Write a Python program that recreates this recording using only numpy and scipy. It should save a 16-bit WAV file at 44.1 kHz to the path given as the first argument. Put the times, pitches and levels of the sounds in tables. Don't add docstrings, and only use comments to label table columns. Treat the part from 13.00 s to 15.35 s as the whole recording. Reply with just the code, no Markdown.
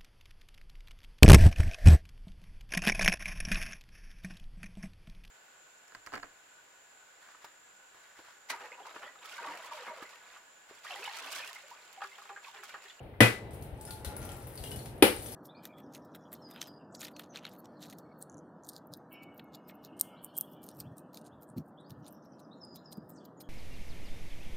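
import sys
import numpy as np
from scipy import signal
from scipy.fft import rfft, irfft
from scipy.io import wavfile
from scipy.ndimage import uniform_filter1d

SR = 44100
rng = np.random.default_rng(int(sys.argv[2]) if len(sys.argv) > 2 else 0)


def to_linear_factor(level_db):
    exponent = np.asarray(level_db, float) / 20
    return 10 ** exponent


def pcm_store(signal):
    levels = np.round(np.clip(np.atleast_2d(signal), -1, 1) * 32767)
    wavfile.write(sys.argv[1], SR, levels.astype(np.int16).T)


N = 103635

# pitch_hz, level_db (per Hz)
HUM_COLOUR = [(30, -5), (60, -7.5), (122, -2), (165, -13.5), (450, -13), (880, -19), (1050, -28),
              (3300, -33.5)]
# time_s, swell_db
HUM_SWELL = [(0, -0.5), (.35, 1.5), (.6, 1.5), (.9, 2), (1.15, 7), (1.5, 2.5), (1.75, 0), (1.95, 1.5),
             (2.35, -0.5)]
# start_s, peak_db, bubble_hz, bubble_db, splat_tilt_db_per_octave
DRIPS = [(0.508, -41.5, 9000, -2, -1.5), (0.533, -37.5, 8850, -21, 3), (0.6232, -34.5, 4200, -15, 2.5),
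         (0.8112, -34, 7930, -0.5, 3.5), (0.8521, -35.5, 9540, 8.5, 1), (0.8752, -35, 10500, -7, -3.5),
         (0.907, -27, 4420, -8.5, -1.5), (1.047, -24, 4040, -13, -3), (1.1658, -27.5, 10400, 6.5, 7.5),
         (1.2173, -35, 10900, -20, -2.5), (1.2496, -30.5, 10550, -4, 4), (1.291, -33, 3190, -9, -4.5),
         (1.3181, -33.5, 7340, -3.5, 1), (1.4703, -30, 12300, -9, 16.5), (1.555, -45, 9850, 15.5, 6.5),
         (1.5761, -31, 4520, -5.5, -3), (1.6383, -29, 2920, -20, -3.5), (1.6742, -54, 8800, 16, -21),
         (1.7154, -28.5, 2910, -47, -2), (1.76, -28, 10400, -14, -2), (1.791, -37.5, 4300, 0.5, -3),
         (1.8576, -32.5, 9900, -16, -5), (2.2598, -30.5, 10500, -3, -5), (2.3204, -32, 11200, 2, -2.5),
         (.032, -60, 10300, 9, 2.5), (.139, -45.5, 2000, -4, -22), (0.5423, -39.5, 8540, -12, 4.5),
         (.6095, -41, 10400, -10, 15), (.868, -44, 5100, 1, 10), (1.228, -37, 6100, -2, -5),
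         (1.366, -37, 14800, -2, 5), (1.049, -36, 5860, -5, -1), (1.83, -44, 14300, 8, 11),
         (1.9574, -50, 12800, 4, 0), (1.979, -47, 10400, 7, 4), (1.179, -42, 9200, 0, 8)]
# pitch_hz, level_db (per Hz)
SPRAY_COLOUR = [(500, -24), (2000, -17.5), (4000, -12.5), (7600, -15), (8600, -6), (11000, -4),
                (15300, -13.5), (16500, -15.5)]
BLOW_STARTS = (.2048, 2.0237)
# peak_db, contact_ms, echo_db
BLOWS = [
    (-3, 2.5, 1),
    (-1.5, 0.8, -3),
]
# pitch_hz, level_db, t60_s
FIRST_RINGS = [(115, 7.5, 0.19), (205.4, 0.5, 0.19), (250, 9.5, 0.06), (301, 10.5, 0.056), (410, -6, 0.08),
               (509, 2, 0.17), (1527, -6.5, 0.14), (1890, -26, 0.14), (1990, -1.5, 0.28), (2330, -18, 0.11),
               (2480, 0, 0.19), (917, -7.5, 0.14), (647, -10, 0.11), (8560, -33, 0.3)]
SECOND_RINGS = [(100, -21.5, 0.12), (207.3, -21, 0.225), (349, -1, 0.026), (382, -2, 0.099),
                (442.3, -8, 0.14), (503.5, -11, 0.17), (560, -15.5, 0.14), (821, -15.5, 0.097),
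                (903, -9.5, 0.074), (2432, -4, 0.021), (2977, -6.5, 0.021), (9000, -22, 0.12),
                (9740, -28, 0.11), (14300, -31, .12)]
RING_LEVELS = (-20.5, -6.5)
# pitch_hz, level_db (per Hz)
FIRST_CRACK = [(70, -73.5), (200, 2), (400, -3.5), (900, -12), (2100, -5.5), (6500, -28.5), (10500, -22),
               (16500, -35)]
SECOND_CRACK = [(70, -53.5), (300, -0.5), (734, -14), (2700, -12.5), (4500, -21.5), (6890, -33.5),
                (10000, -16.5), (16500, -31)]
# start_s, level_db, pitch_hz, t60_s
PINGS = [(.23, -38, 1997, .5), (.206, -66, 3900, 2.2), (2.025, -47, 1997, .45), (1.717, -43, 2950, .1),
         (1.71, -58, 1545, .3), (.88, -55, 1780, .1), (1.64, -45, 2850, .03), (1.648, -47, 3250, .05),
         (1.66, -48, 2850, .05), (1.672, -48, 3150, .05), (2.33, -52, 5000, .03), (1.055, -53, 1530, .1)]
# time_s, flow_db
FLOW = [
    [(0.45, -80), (0.56, -77), (.7, -78), (.79, -70.5), (0.87, -66), (1.0, -62.5), (1.04, -80),
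     (1.065, -69), (1.15, -64), (1.3, -72.5), (1.43, -63), (1.54, -64), (1.66, -53), (1.76, -63.5),
     (1.874, -62.5), (2.0, -86)],
    [(2.1, -56), (2.198, -53.5), (2.242, -52), (2.35, -55)],
]
# start_s, level_db, pitch_hz
THUDS = [(0.72, -34, 63), (.8, -45, 55), (0.894, -43, 61), (.99, -47, 58.3), (1.062, -30, 69),
         (1.203, -36, 53), (1.333, -39, 124), (1.599, -38.5, 55), (1.664, -44, 65.3), (1.759, -36, 76),
         (2.251, -45, 60)]
# pitch_hz, t60_s, sag_per_s (as it fills)
BOWL_RINGS = [(570, 0.04, .1), (866, 0.2, .16), (1422, 0.12, .085)]
# start_s, low_ring_db, middle_ring_db, high_ring_db
SPLASHES = [(.885, -71, -56, -53), (.935, -69, -50, -62), (1.047, -43, -50, -51), (1.085, -60, -48, -60),
            (1.175, -47, -58, -53), (1.25, -56, -54, -58), (1.285, -47, -49, -62), (1.34, -60, -52, -57)]
# time_s, level_db
STREAM_LEVEL = [(.7, -84), (.9, -62), (1.0, -69), (1.06, -56.5), (1.2, -56.5), (1.42, -60.5), (1.55, -62.5),
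                (1.66, -65), (1.9, -78)]
# time_s, level_db
SING_LEVEL = [(.76, -80), (.79, -60), (.86, -63), (.9, -59), (.975, -58), (1.0, -76), (1.05, -62),
              (1.4, -63), (1.46, -80)]
# pitch_hz, t60_s
ROOM_DECAY = [(100, 0.18), (500, 0.33), (2000, 0.28), (5000, 0.3), (10000, 0.4), (16000, 0.18)]
# pitch_hz, left_minus_right_db
PORTS = [(60, 9), (125, 1.5), (250, 0), (500, 3.5), (1000, 2), (2200, 5.5), (8000, 6), (15000, 4)]

BOWL_SAG_FROM_S = .95


def read(table, hz):
    a = np.array(table, float)
    return np.interp(np.log(np.maximum(hz, 1)), np.log(a[:, 0]), a[:, 1])


def colour(x, gain):
    n = x.shape[-1]
    return irfft(rfft(x) * gain(np.arange(n // 2 + 1) * SR / n), n)


def unit(x):
    return x / np.sqrt(np.mean(x ** 2))


def add(out, x, at_s):
    i = int(at_s * SR)
    n = min(len(x), N - i)
    out[i:i + n] += x[:n]


def wander(per_s, size):
    k = int(SR / per_s)
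    steps = uniform_filter1d(rng.standard_normal(size), k)
    return unit(uniform_filter1d(steps, k))


def wide(size, wide_hz):
    mid, side = rng.standard_normal((2, size))
    share = lambda hz: 1 / (1 + (hz / wide_hz) ** 3)
    m = colour(mid, lambda hz: np.sqrt(1 + share(hz)))
    s = colour(side, lambda hz: np.sqrt(1 - share(hz)))
    return np.array([m + s, m - s]) / np.sqrt(2)


def click(gain, size=4096):
    cep = irfft(np.log(gain(np.arange(size // 2 + 1) * SR / size)))
    cep[1:size // 2] *= 2
    cep[size // 2 + 1:] = 0
    x = irfft(np.exp(rfft(cep)))
    return x / np.sqrt(np.sum(x ** 2))


def burst(len_s, gain, size=4096):
    x = rng.standard_normal(size) * np.exp(-np.arange(size) / SR / len_s)
    x = signal.fftconvolve(x, click(gain))[:size]
    return x / np.abs(x).max()


def rings(modes, size=30000):
    t = np.arange(size) / SR
    return sum(to_linear_factor(db - 60 * t / t60) * np.sin(2 * np.pi * hz * t) for hz, db, t60 in modes)


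def hum():
    hum_db, hiss_db, wide_hz = -48, -71.5, 730
    time_s, swell_db = np.array(HUM_SWELL).T
    swell = np.interp(np.arange(N) / SR, time_s, swell_db)
    waver_db = 2.45 * wander(6, N)
    balance_db = np.array([[-.8], [.8]])
    treble_loss = lambda hz: 1 + (hz / 3600) ** 6
    bass_loss = lambda hz: 1 + (24 / (hz + 1)) ** 4
    tint = lambda hz: to_linear_factor(read(HUM_COLOUR, hz)) / treble_loss(hz) / bass_loss(hz)
    air = unit(colour(wide(N, wide_hz), tint))
    hiss = colour(rng.standard_normal((2, N)), lambda hz: 1 / (1 + (8800 / (hz + 1)) ** 8))
    return to_linear_factor(hum_db + waver_db + swell + balance_db) * air + to_linear_factor(hiss_db) * hiss


def drips():
    drip_db, splat_s, splat_peak_db = -5.5, .004, 3
    bubble_cycles, bubble_glide = 11, 0.022
    splat_room_db, bubble_room_db = 16, 0
    near, far, t = np.zeros(N), np.zeros(N), np.arange(4096) / SR
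    for s, db, pitch_hz, bubble_db, tilt_db in DRIPS:
        u = t * pitch_hz / bubble_cycles
        phase = 2 * np.pi * pitch_hz * t * (1 + bubble_glide * np.minimum(u, 2))
        bubble = to_linear_factor(bubble_db) * np.exp(-u) * np.sin(phase)
        tilt = lambda hz: tilt_db * np.log2(np.clip(hz, 1500, 16000) / 8000)
        peak = lambda hz: splat_peak_db * np.exp(-(np.log2((hz + 1) / pitch_hz) / 0.17) ** 2)
        gain = lambda hz: to_linear_factor(read(SPRAY_COLOUR, hz) + tilt(hz) + peak(hz))
        level = to_linear_factor(db + drip_db)
        add(near, level * (burst(splat_s, gain) + bubble), s)
        add(far, level * (to_linear_factor(splat_room_db) * click(gain) + to_linear_factor(bubble_room_db) * bubble), s)
    return near, far


def waver(modes, contact_s):
    rise_cycles, waver_db, waver_per_s = 0.7, 2.5, 78
    t, out = np.arange(30000) / SR, 0
    for hz, db, t60 in modes:
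        walk = wander(waver_per_s, len(t))
        rise = 1 - np.exp(-t / (contact_s + rise_cycles / hz))
        swell = to_linear_factor(waver_db * walk * np.minimum(t / 0.059, 1))
        out = out + rings([(hz, db, t60)]) * rise * swell
    return out


def blows():
    crack_s, crack_rise_s = 0.0048, .0012
    crack, ring, pulse = np.zeros((3, N))
    crack_rise = 1 - np.exp(-np.arange(4096) / SR / crack_rise_s)
    each = zip(BLOW_STARTS, BLOWS, (FIRST_RINGS, SECOND_RINGS), (FIRST_CRACK, SECOND_CRACK), RING_LEVELS)
    for s, (db, contact_ms, echo_db), modes, table, ring_db in each:
        gain = lambda hz: to_linear_factor(read(table, hz))
        add(crack, to_linear_factor(db) * burst(crack_s, gain) * crack_rise, s)
        add(pulse, to_linear_factor(echo_db + 15.5) * click(gain), s)
        add(ring, to_linear_factor(ring_db) * waver(modes, contact_ms / 1000), s)
    return crack + ring, pulse + to_linear_factor(-6.0) * ring


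def pings():
    out = np.zeros(N)
    for s, db, hz, t60 in PINGS:
        add(out, rings([(hz, db, t60)]), s)
    return out


def spray():
    clicks_per_s, click_spread_db = 1300, -0.5
    fizz_per_s, fizz_db, fizz_cycles, fizz_spread_db = 350, 0, 4, 4.5
    t, db = np.arange(N) / SR, np.full(N, -120.)
    for part in FLOW:
        a = np.array(part)
        time_s = np.r_[a[0, 0] - .1, a[:, 0], a[-1, 0] + .05]
        db = np.maximum(db, np.interp(t, time_s, np.r_[-95, a[:, 1], -95]))
    chance, sign, size = rng.random((3, N))
    click_level = to_linear_factor(-click_spread_db * np.log(size + 0.0048))
    clicks = (chance < clicks_per_s / SR) * np.sign(sign - .5) * click_level
    fizz, u = np.zeros(N), np.arange(1024) / SR
    for when, pitch, size in rng.random((int(fizz_per_s * N / SR), 3)):
        hz = 3000 * 2 ** (2.4 * pitch)
        level = to_linear_factor(-fizz_spread_db * np.log(size + 0.011)) * np.sqrt(hz)
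        bubble = np.exp(-u * hz / fizz_cycles) * np.sin(2 * np.pi * hz * u)
        add(fizz, level * bubble, when * N / SR)
    tint = lambda x: unit(colour(x, lambda hz: to_linear_factor(read(SPRAY_COLOUR, hz))))
    return to_linear_factor(db) * (tint(clicks) + to_linear_factor(fizz_db) * tint(fizz))


def thuds():
    out = np.zeros(N)
    for s, db, hz in THUDS:
        r = rings([(hz, db, 0.11)])
        add(out, r * np.minimum(np.arange(len(r)) / SR / 0.0055, 1), s)
    return out


def stream():
    taps_per_s, tap_spread_db, tap_hz, tap_octaves = 2500, 2.5, 695, 1.8
    upper_db, upper_from_s, waver_db = -3, .87, 4.5
    t = np.arange(N) / SR
    chance, size = rng.random((2, N))
    curve = lambda rows: to_linear_factor(np.interp(t, *np.array(rows).T, -120, -120))
    tap_level = rng.standard_normal(N) * to_linear_factor(-tap_spread_db * np.log(size + 0.011))
    taps = (chance < taps_per_s / SR) * tap_level
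    tint = lambda hz: np.exp(-(np.log2((hz + 1) / tap_hz) / tap_octaves) ** 2)
    filled_s = np.maximum(t - BOWL_SAG_FROM_S, 0)
    voices = []
    for hz, t60, sag in BOWL_RINGS[1:]:
        level = to_linear_factor(waver_db * wander(25, N))
        pitch_hz = hz * (1 - sag * filled_s + .004 * wander(30, N))
        voices.append(level * np.sin(2 * np.pi * np.cumsum(pitch_hz) / SR))
    low, high = voices
    singing = low + to_linear_factor(upper_db) * (t > upper_from_s) * high
    return curve(STREAM_LEVEL) * unit(colour(taps, tint)) + curve(SING_LEVEL) * singing


def splashes():
    out = np.zeros(N)
    for s, *levels in SPLASHES:
        filled_s = max(s - BOWL_SAG_FROM_S, 0)
        modes = [(hz * (1 - sag * filled_s), db, t60) for (hz, t60, sag), db in zip(BOWL_RINGS, levels)]
        r = rings(modes)
        add(out, r * np.minimum(np.arange(len(r)) / SR / 0.0026, 1), s)
    return out


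def room(x, size=22050):
    build_s, wide_hz = 0.00032, 413
    t, noise, tail = np.arange(size) / SR, wide(size, wide_hz), 0
    for c in 50 * 2. ** np.arange(9):
        octave = lambda hz: np.clip(np.log2((hz + 1) / c), -1, 1)
        band = colour(noise, lambda hz: np.cos(np.pi / 2 * octave(hz)) ** 2)
        tail = tail + band * to_linear_factor(-60 * t / read(ROOM_DECAY, c))
    tail = tail * (1 - np.exp(-t / build_s))
    tail = tail / np.sqrt(np.mean(np.sum(tail ** 2, axis=1)))
    return signal.fftconvolve(x[None], tail, axes=1)[:, :N]


def scene():
    knock_lag, water_lag = 4, -2
    knock, knock_far = blows()
    drops, drops_far = drips()
    fine = spray()
    steel = pings() + thuds() + stream() + splashes()
    water = drops + fine + steel
    wet = room(knock_far + drops_far + to_linear_factor(-2) * fine + to_linear_factor(-3) * steel)
    right = np.roll(knock, knock_lag) + np.roll(water, water_lag)
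    both = np.array([knock + water, right]) + wet + hum()
    left_port = colour(both[0], lambda hz: to_linear_factor(read(PORTS, hz) / 2))
    right_port = colour(both[1], lambda hz: to_linear_factor(-read(PORTS, hz) / 2))
    return np.array([left_port, right_port])


def top_cut(x):
    return signal.sosfilt(signal.butter(12, 16860, fs=SR, output="sos"), x)


def record(dry):
    clip, low_cut_hz, top_hz = .9, 41, 15750
    fade_in = np.minimum(np.arange(N) / 200, 1)
    rounded = clip * np.tanh(dry / clip) * fade_in
    low_cut = signal.butter(4, low_cut_hz, "high", fs=SR, output="sos")
    high_cut = signal.ellip(12, .3, 65, top_hz, fs=SR, output="sos")
    mix = signal.sosfilt(high_cut, signal.sosfilt(low_cut, rounded))
    return top_cut(mix)


dry = scene()
out = record(dry)
pcm_store(out)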